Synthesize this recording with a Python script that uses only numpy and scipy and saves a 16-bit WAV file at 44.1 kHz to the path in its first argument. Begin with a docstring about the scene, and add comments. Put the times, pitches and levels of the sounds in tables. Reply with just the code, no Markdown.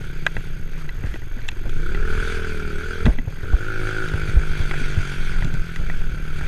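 """A small single-cylinder quad rides a bumpy dirt trail, heard by a camera shut in a plastic housing on the rider.
From the start the engine booms, barks, rasps and whirrs over the rumble of the ride, a faint electronic whine
and small rattles; soon come the first knocks, jolts with clatter, and rubs on the housing. The engine slows,
then a long pull on the throttle ends in a cluster of hard jolts and a short pull drives the engine to its fastest.
More jolts, knocks and two thin squeals follow as the engine slows again.
Filtered noise, ringing resonances and multiples of the firing rate make these sounds."""
import sys
import numpy as np
from scipy import signal
from scipy.io import wavfile
from scipy.ndimage import uniform_filter1d

SR = 44100
rng = np.random.default_rng(int(sys.argv[2]) if len(sys.argv) > 2 else 0)


def to_wav(s):
    """Save 16-bit WAV."""
    ch = np.atleast_2d(s).T  # columns
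    pcm = np.round(np.clip(ch, -1, 1) * 32767)  # PCM
    wavfile.write(sys.argv[1], SR, pcm.astype(np.int16))


def magnitude_from_level(level_db):
    """Linear magnitude for a level in decibels (20 dB per decade)."""
    exponent = np.asarray(level_db, float) / 20
    return 10 ** exponent


N = 285327

# jolts of the mount; columns: start_s, peak_db, pitch_hz
JOLTS = [(0.368, -35, 215), (1.041, -15, 83), (1.14, -30, 344), (1.366, -30.5, 230), (1.656, -11.5, 24.4),
         (2.149, -30, 123), (3.047, -10, 60.5), (3.053, -14, 156), (3.062, -8, 135), (3.068, -11, 223),
         (3.082, -4, 40.6), (3.186, -24, 240), (3.273, -16, 93), (3.431, -17.5, 82.5), (3.532, -4, 46.3),
         (4.139, -13.5, 86), (4.228, -15.5, 56.7), (4.287, -15, 113), (4.343, -19, 96), (4.364, -3.5, 48.6),
         (4.504, -16, 51.3), (4.60, -13.5, 84), (4.812, -25, 250), (4.972, -9, 87), (5.42, -18, 102),
         (5.444, -14, 129), (5.471, -28.5, 267), (5.537, -16, 127), (5.797, -16, 51.3), (6.421, -14, 44)]


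def rms_one(x):
    """Scale to an rms (average strength) of 1."""
    return x / np.sqrt(np.mean(x ** 2) + 1e-20)


def in_time(rows):
    """Turn a table of times and values into smooth-running columns, one value a sample."""
    s, *columns = np.transpose(rows)
    t = np.arange(N) / SR
    return [np.interp(t, s, column) for column in columns]


def noise():
    """White noise: a plain hiss."""
    return rng.standard_normal(N)


def band(x, low_hz, high_hz, order=2):
    """Keep only the pitches between two limits (Butterworth band-pass)."""
    return signal.sosfilt(signal.butter(order, [low_hz, high_hz], "band", fs=SR, output="sos"), x)


def drift(rate_hz):
    """Slow random wandering with an rms of 1."""
    return rms_one(band(noise(), rate_hz / 8, rate_hz, order=1))


def resonate(x, modes, patchy_db=0):
    """Ring side-by-side resonances of alternating sign, each swelling and fading on its own."""
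    out = 0
    for k, (hz, width_hz, level_db) in enumerate(modes):
        r = np.exp(-np.pi * width_hz / SR)   # a wider resonance dies sooner
        top = [(1 - r * r) / 2, 0, (r * r - 1) / 2]
        bottom = [1, -2 * r * np.cos(2 * np.pi * hz / SR), r * r]
        level = magnitude_from_level(level_db + patchy_db * drift(7.9))
        out = out + (-1) ** k * level * signal.lfilter(top, bottom, x)
    return out


def held(start_s, rise_s, end_s, fall_s):
    """0 to 1 in a straight rise, held, and back to 0."""
    t = np.arange(N) / SR
    rise = (t - start_s) / rise_s
    fall = 1 - (t - end_s) / fall_s
    return np.clip(np.minimum(rise, fall), 0, 1)


def exhaust(cycles, per_s, opening, modes, first, count):
    """Multiples of the firing rate, each weighted and delayed by the pipe resonances."""
    # an open throttle reshapes the gas pulse: one change_db for each multiple 1 to 16; the last serves all above
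    open_change_db = [-6, 12.5, -6.5, -6, 5, 5, 6, -15.5, 6, 7.5, 12, -10, -4, 11, 9, 0]
    out = 0
    for k in range(first, first + count):
        hz = k * per_s
        pipe = sum(magnitude_from_level(level_db) / (1 + 2j * (hz - mode_hz) / width_hz) ** 2
                   for mode_hz, width_hz, level_db in modes)
        tone = (pipe * np.exp(2j * np.pi * k * cycles)).real
        change_db = open_change_db[min(k, len(open_change_db)) - 1]
        out = out + magnitude_from_level(opening * change_db) * tone
    # even out the slow changes in level
    return out / np.sqrt(uniform_filter1d(out ** 2, size=8000) + 1e-9)


def rasp(gust, pops):
    """Gusts of noise and clean firing pulses both ring the housing, making the rasp."""
    # housing resonances; columns: pitch_hz, width_hz, level_db
    rasp_modes = [(1362, 200, -1.5), (1507, 142, 3), (1775, 84, -14.5)]
    rough = rms_one(resonate(noise() * gust, rasp_modes, patchy_db=-1.0))
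    clean = rms_one(resonate(pops, rasp_modes))
    return rms_one(band(rough + .75 * clean, 1200, 1900, order=3))


def whirr(gust):
    """Valves, chain and gears: dense uneven ticks, louder at each firing, ring the housing."""
    # housing resonances; columns: pitch_hz, width_hz, level_db
    housing_modes = [(640, 370, -8.5), (1534, 204, 4.5), (2290, 270, 3.5), (2690, 310, -1.5),
                     (3315, 386, -2.5), (4710, 340, -8), (5330, 280, -13.5), (6310, 650, -13),
                     (7630, 410, -16), (7980, 590, -16), (9300, 1850, -19.5), (12100, 2000, -55)]
    ticks = noise() * magnitude_from_level(0.51 * rng.exponential(1, N))
    ticks = ticks * (1 + 0.41 * gust) * magnitude_from_level(1.4 * drift(1.77))
    return rms_one(resonate(ticks, housing_modes, patchy_db=1.5))


def engine_levels(per_s, opening, close_s, pulls):
    """Levels in dB of bark, boom, rasp and whirr, following effort, throttle and engine speed."""
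    # engine effort; columns: time_s, effort_db (against full pull)
    effort = [(0, -7), (.36, -9), (.7, -11.5), (.85, -8.5), (1.0, -10), (1.4, -10), (1.73, -7),
              (2.05, -0.5), (2.25, 0), (2.6, -1.5), (3.08, -3), (3.19, -15), (3.34, -11.5), (3.5, -6),
              (3.87, 0.5), (4.2, -0.5), (4.43, -3), (4.81, -1), (5.35, -2.5), (5.87, -6), (6.47, -4)]
    # how bark, boom, rasp and whirr (one row each) follow the engine; columns: full_db (level at full pull),
    # share (of effort, no unit), open_db (for open throttle), octave_db (per doubling of speed), gaining_db
    follow = [(-42, 1.1, 2.5, -0.7, -0.2), (-31.5, 0.77, 0, -0.7, -0.8), (-36.5, 1.39, 3, 4.5, 2.5),
              (-37.5, 0.92, -0.5, 3.4, -0.54)]
    cruise_per_s = 40   # firing rate at which speed adds nothing
    afterburn_s, afterburn_db = 1.45, 5.5
    gaining_per_s2, gaining_lag_s = 7.4, 0.071   # rise in firing rate that counts as pulling hard; its lag
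    part_until_s, part_db = 0.73, 3

    (effort_db,) = in_time(effort)
    keep = np.exp(-1 / (gaining_lag_s * SR))
    rise_per_s2 = signal.lfilter([1 - keep], [1, -keep], np.gradient(per_s) * SR)
    gaining = np.tanh(rise_per_s2 / gaining_per_s2) * opening
    octaves = np.log2(per_s / cruise_per_s)
    bark_db, boom_db, rasp_db, whirr_db = [
        full_db + share * effort_db + open_db * opening + octave_db * octaves + gaining_db * gaining
        for full_db, share, open_db, octave_db, gaining_db in follow]
    # the bark is lifted through each pull, and the pipe keeps barking for a while after the throttle shuts
    afterburn = np.max([held(s, close_s, end_s, afterburn_s) for s, _, end_s in pulls], axis=0)
    bark_db = bark_db + afterburn_db * afterburn
    # the throttle is held a little open at first, which wakes the bark
    bark_db = bark_db + part_db * held(-1, close_s, part_until_s, close_s)
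    return bark_db, boom_db, rasp_db, whirr_db


def engine():
    """Each firing rings the exhaust as boom and bark; a gust of noise after it makes the rasp."""
    # engine speed; columns: time_s, firings_per_s
    speed = [(0, 33.47), (.22, 32.3), (.58, 32.0), (.76, 33.2), (.93, 26.06), (1.59, 22.57), (2.06, 40.86),
             (2.13, 39.61), (2.31, 41.64), (2.75, 36.96), (2.91, 41.99), (3.35, 38.06), (3.7, 54.61),
             (3.8, 52.53), (4.02, 53.84), (4.1, 51.16), (4.28, 49.93), (4.45, 50.85), (6.12, 38.02),
             (6.47, 37.06)]
    # pulls on the throttle; columns: start_s, opening_time_s, let_go_s
    pulls = [(1.5, .4, 3.04), (3.36, .1, 4.03)]
    # exhaust resonances, low and high; columns: pitch_hz, width_hz, level_db
    boom_modes = [(104, 98, -1), (146.2, 44, 9.5)]
    bark_modes = [(278.4, 38, 3), (360.4, 132, 10), (413, 99, 4), (655, 360, -14)]
    close_s = .06   # time the throttle takes to shut

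    (per_s,) = in_time(speed)
    opening = sum(held(s, rise_s, end_s, close_s) for s, rise_s, end_s in pulls)
    bark_db, boom_db, rasp_db, whirr_db = engine_levels(per_s, opening, close_s, pulls)

    cycles = np.cumsum(per_s) / SR + .74
    cycles = cycles + .004 * drift(25)   # slightly unsteady timing
    number, phase = cycles.astype(int), cycles % 1
    strength = rng.standard_normal((number.max() + 1, 2))[number]   # new for each firing
    uneven = uniform_filter1d(magnitude_from_level(-0.67 * strength[:, 0]), size=150)
    firings = np.diff(np.maximum.accumulate(number), prepend=number[0])
    pops = firings * uneven + 1e-18

    # the gust swells fast, then dies over part of the cycle
    through_burst = phase / .45
    swell = np.sqrt(through_burst) * np.exp(1 - through_burst * 2)
    steady = .2 + 0.096 * (1 - opening)   # more steady noise when the throttle is shut
    gust = steady + swell * magnitude_from_level(1.8 * strength[:, 1])

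    boom = uneven * exhaust(cycles, per_s, opening, boom_modes, first=1, count=5)
    bark = uneven * exhaust(cycles, per_s, opening, bark_modes, first=6, count=14)
    turbulence = rms_one(resonate(noise() * gust, bark_modes))   # gas swirling in the pipe
    bark = bark + .2 * turbulence
    exhaust_sound = magnitude_from_level(bark_db) * bark + magnitude_from_level(boom_db) * boom
    return exhaust_sound + magnitude_from_level(rasp_db) * rasp(gust, pops) + magnitude_from_level(whirr_db) * whirr(gust)


def ride():
    """Slow heaving of the mount, a lumpier shake that follows it by half, and tyres on loose dirt."""
    # rough stretches of ground; columns: start_s, length_s, heave_db
    rough_ground = [(0, 1.15, -23), (1.298, 0.49, -22.5), (1.667, 0.56, -15.5), (2.238, .55, -22.5),
                    (3.02, 0.19, -18.5), (3.47, 0.13, -19.5), (3.68, 0.18, -20.5), (3.982, 0.36, -22),
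                    (4.348, 0.055, -14.5), (4.425, 0.59, -17.5), (5.202, 0.4, -16), (5.802, 0.33, -15.5),
                    (6.228, 0.42, -20)]
    smooth_db, edge_s = -26.5, 0.036   # heave on smooth ground; time to fade into and out of a rough stretch
    lifts_db = [(level_db - smooth_db) * held(s - edge_s, edge_s, s + length_s, edge_s)
                for s, length_s, level_db in rough_ground]
    heave_db = smooth_db + np.max(lifts_db, axis=0)
    heave = rms_one(band(noise(), 9.1, 20.9))
    heave /= np.sqrt(uniform_filter1d(heave ** 2, size=6000) + 0.044)   # its swell follows the ground
    shake = rms_one(band(noise() * magnitude_from_level(2.5 * drift(12)), 28, 130))
    grit = rms_one(band(noise() * magnitude_from_level(3 * drift(5)), 180, 520))
    return magnitude_from_level(heave_db) * heave + magnitude_from_level(heave_db / 2 - 27.0) * shake + magnitude_from_level(heave_db / 4 - 50) * grit


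def whine():
    """Electronics: two thin tones switched on for a few ms at a steady rate, slipping in phase each time."""
    # whine tones; columns: pitch_hz, level_db (rms while on)
    whine_tones = [(6449.5, -59.5), (12899, -60)]
    rate_per_s, start_s, on_s = 47.952, .005, .0082
    t = np.arange(N) / SR
    turns = (t - start_s) * rate_per_s + 1
    on = turns % 1 < on_s * rate_per_s
    slips = np.cumsum(rng.normal(0, 1.5, int(turns[-1]) + 1))   # radians
    slip = slips[turns.astype(int)]
    tones = sum(magnitude_from_level(level_db) * np.sqrt(2) * np.sin(2 * np.pi * hz * t + slip)
                for hz, level_db in whine_tones)
    return uniform_filter1d(on * 1., size=30) * tones   # softened switching


def knocks():
    """Every knock strikes all modes with new strengths and chatters a few times; small rattles come in clumps."""
    # knocks on the housing; columns: start_s, strength_db (relative), brightness_db_per_octave
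    knock_list = [(0.2652, 3, 6.5), (0.3663, -8, -1), (0.891, -16.5, 6), (1.038, -20.5, -4.5),
                  (1.07, -24, 4), (1.14, -16.5, 5), (1.158, -20, -4), (1.219, -24.5, -2.5),
                  (1.417, -28, 12), (1.482, -28, 18.5), (1.487, -11, 13.5), (1.516, -23.5, 10),
                  (1.694, -28, 15), (1.947, -14.5, 1.5), (3.056, -11, 10.5), (3.064, -2, -3),
                  (3.186, -13.5, 2.5), (4.086, -23, 14.5), (4.138, -21, -7.5), (4.595, -21, 0),
                  (4.711, -6, 0), (4.74, -17, -1), (4.962, -34, 1), (5.423, -13, 0.5), (5.446, -21, 13.5),
                  (5.54, -26, 16.5), (5.76, -15.5, 8), (5.899, -12, -1), (6.41, -21.5, -4)]
    # what a knock rings with; columns: pitch_hz, level_db, ring_s (time to fall 60 dB)
    knock_modes = [(260, 0, 0.015), (457, 1, 0.014), (832, -1.5, 0.0063), (1175, -14, 0.01),
                   (1600, 3.5, 0.011), (1980, -2.5, 0.023), (2430, -7, 0.012), (2648, -7, 0.016),
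                   (3390, -10, 0.0062), (4050, -21, 0.016), (5850, -18, 0.0011), (7480, -33.5, 0.0055),
                   (9500, -42.5, 0.00068)]
    s, strength_db, bright_db = np.transpose(knock_list)
    draws = rng.standard_normal((len(s), len(knock_modes) + 4))
    gaps_s = .001 * magnitude_from_level(2.0 * draws[:, -4:])   # uneven time between bounces
    small_per_s = 36.0 * magnitude_from_level(8.0 * drift(4.4))
    small_db = -46 + 2.4 * np.minimum(rng.exponential(1, N), 3)
    small = (rng.random(N) < small_per_s / SR) * magnitude_from_level(small_db)
    out = np.zeros(N)
    for k, (hz, level_db, ring_s) in enumerate(knock_modes):
        clicks = small * magnitude_from_level(level_db) * noise() + 1e-18
        blow_db = strength_db - 13.0 + level_db + bright_db * np.log2(hz / 1700) + 2 * draws[:, k]
        for bounce in range(4):
            at_s = s + gaps_s[:, :bounce].sum(axis=1)
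            at = (at_s * SR).round().astype(int)
            clicks[at] += (-1) ** k * magnitude_from_level(blow_db + bounce * -3.5)   # each bounce is weaker
        r, w = magnitude_from_level(-60 / (ring_s * SR)), 2 * np.pi * hz / SR
        out += signal.lfilter([0, np.sin(w)], [1, -2 * r * np.cos(w), r * r], clicks)
    # each blow also cracks: a short burst of broad noise, 60 dB down after 43 ms
    blows = np.zeros(N) + 1e-18
    blows[(s * SR).round().astype(int)] = magnitude_from_level(strength_db - 12.5)
    crack = noise() * signal.lfilter([1], [1, -magnitude_from_level(-60 / (0.043 * SR))], blows)
    return out + band(crack, 660, 2000)


def jolts():
    """Each jolt is a push and a deeper swing back that dies in a few cycles."""
    out = np.zeros(N + SR)
    t = np.arange(SR // 4) / SR
    for s, peak_db, hz in JOLTS:
        # a jolt dies in more cycles the higher its pitch and the greater its peak
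        cycles = max(1 + 0.029 * hz + 0.08 * peak_db, 1)
        swing = np.sin(2 * np.pi * hz * t) * (hz * t) ** 1.43 * magnitude_from_level(-60 * hz * t / cycles)
        i = round(s * SR)
        out[i:i + len(t)] += magnitude_from_level(peak_db) * swing / np.abs(swing).max()
    return out[:N]


def clatter():
    """Each jolt shakes loose parts: grainy low-mid noise that dies away."""
    s, peak_db, _ = np.transpose(JOLTS)
    kicks = np.zeros(N) + 1e-18
    kicks[(s * SR).astype(int)] = magnitude_from_level(-31 + 0.53 * peak_db)
    die_s = 0.17   # time to fall 60 dB
    dying = signal.lfilter([1], [1, -magnitude_from_level(-60 / (die_s * SR))], kicks)
    return dying * rms_one(band(noise() * magnitude_from_level(3.3 * drift(88)), 180, 640))


def rubs():
    """Something rubs on the housing: grainy noise in one resonance each; the narrow ones squeal."""
    # rubs; columns: start_s, length_s, level_db, pitch_hz, width_hz
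    rub_list = [(0.767, 0.054, -45.5, 1260, 500), (0.926, 0.14, -51, 1600, 410),
                (1.051, 0.12, -44.5, 1730, 410), (3.39, 0.057, -45, 1590, 270), (5.08, .17, -57, 3130, 16),
                (5.07, .13, -55, 5640, 20)]
    edge_s = 0.014
    grain = noise() * magnitude_from_level(2.0 * drift(60))
    out = 0
    for s, length_s, level_db, hz, width_hz in rub_list:
        rub = rms_one(resonate(grain, [(hz, width_hz, 0)]))
        out = out + magnitude_from_level(level_db) * held(s, edge_s, s + length_s, edge_s) * rub
    return out


def scene():
    """All sources added together at the one microphone."""
    return (engine() + ride() + whine() + knocks() + jolts() + clatter() + rubs())[None]


def low_pass(x):
    """Removes everything above the highest recorded frequency."""
    return signal.sosfilt(signal.butter(12, 15350, fs=SR, output="sos"), x)


def record(dry):
    """Peaks are rounded softly and the top of the treble is cut."""
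    rounded = 1.3 * np.tanh(dry / 1.3)
    top_cut = signal.cheby2(10, 30, 13600, fs=SR, output="sos")   # 30 dB down from 13600 Hz up
    mix = np.clip(signal.sosfilt(top_cut, rounded), -.99, .99)
    return low_pass(mix)


dry = scene()
out = record(dry)
to_wav(out)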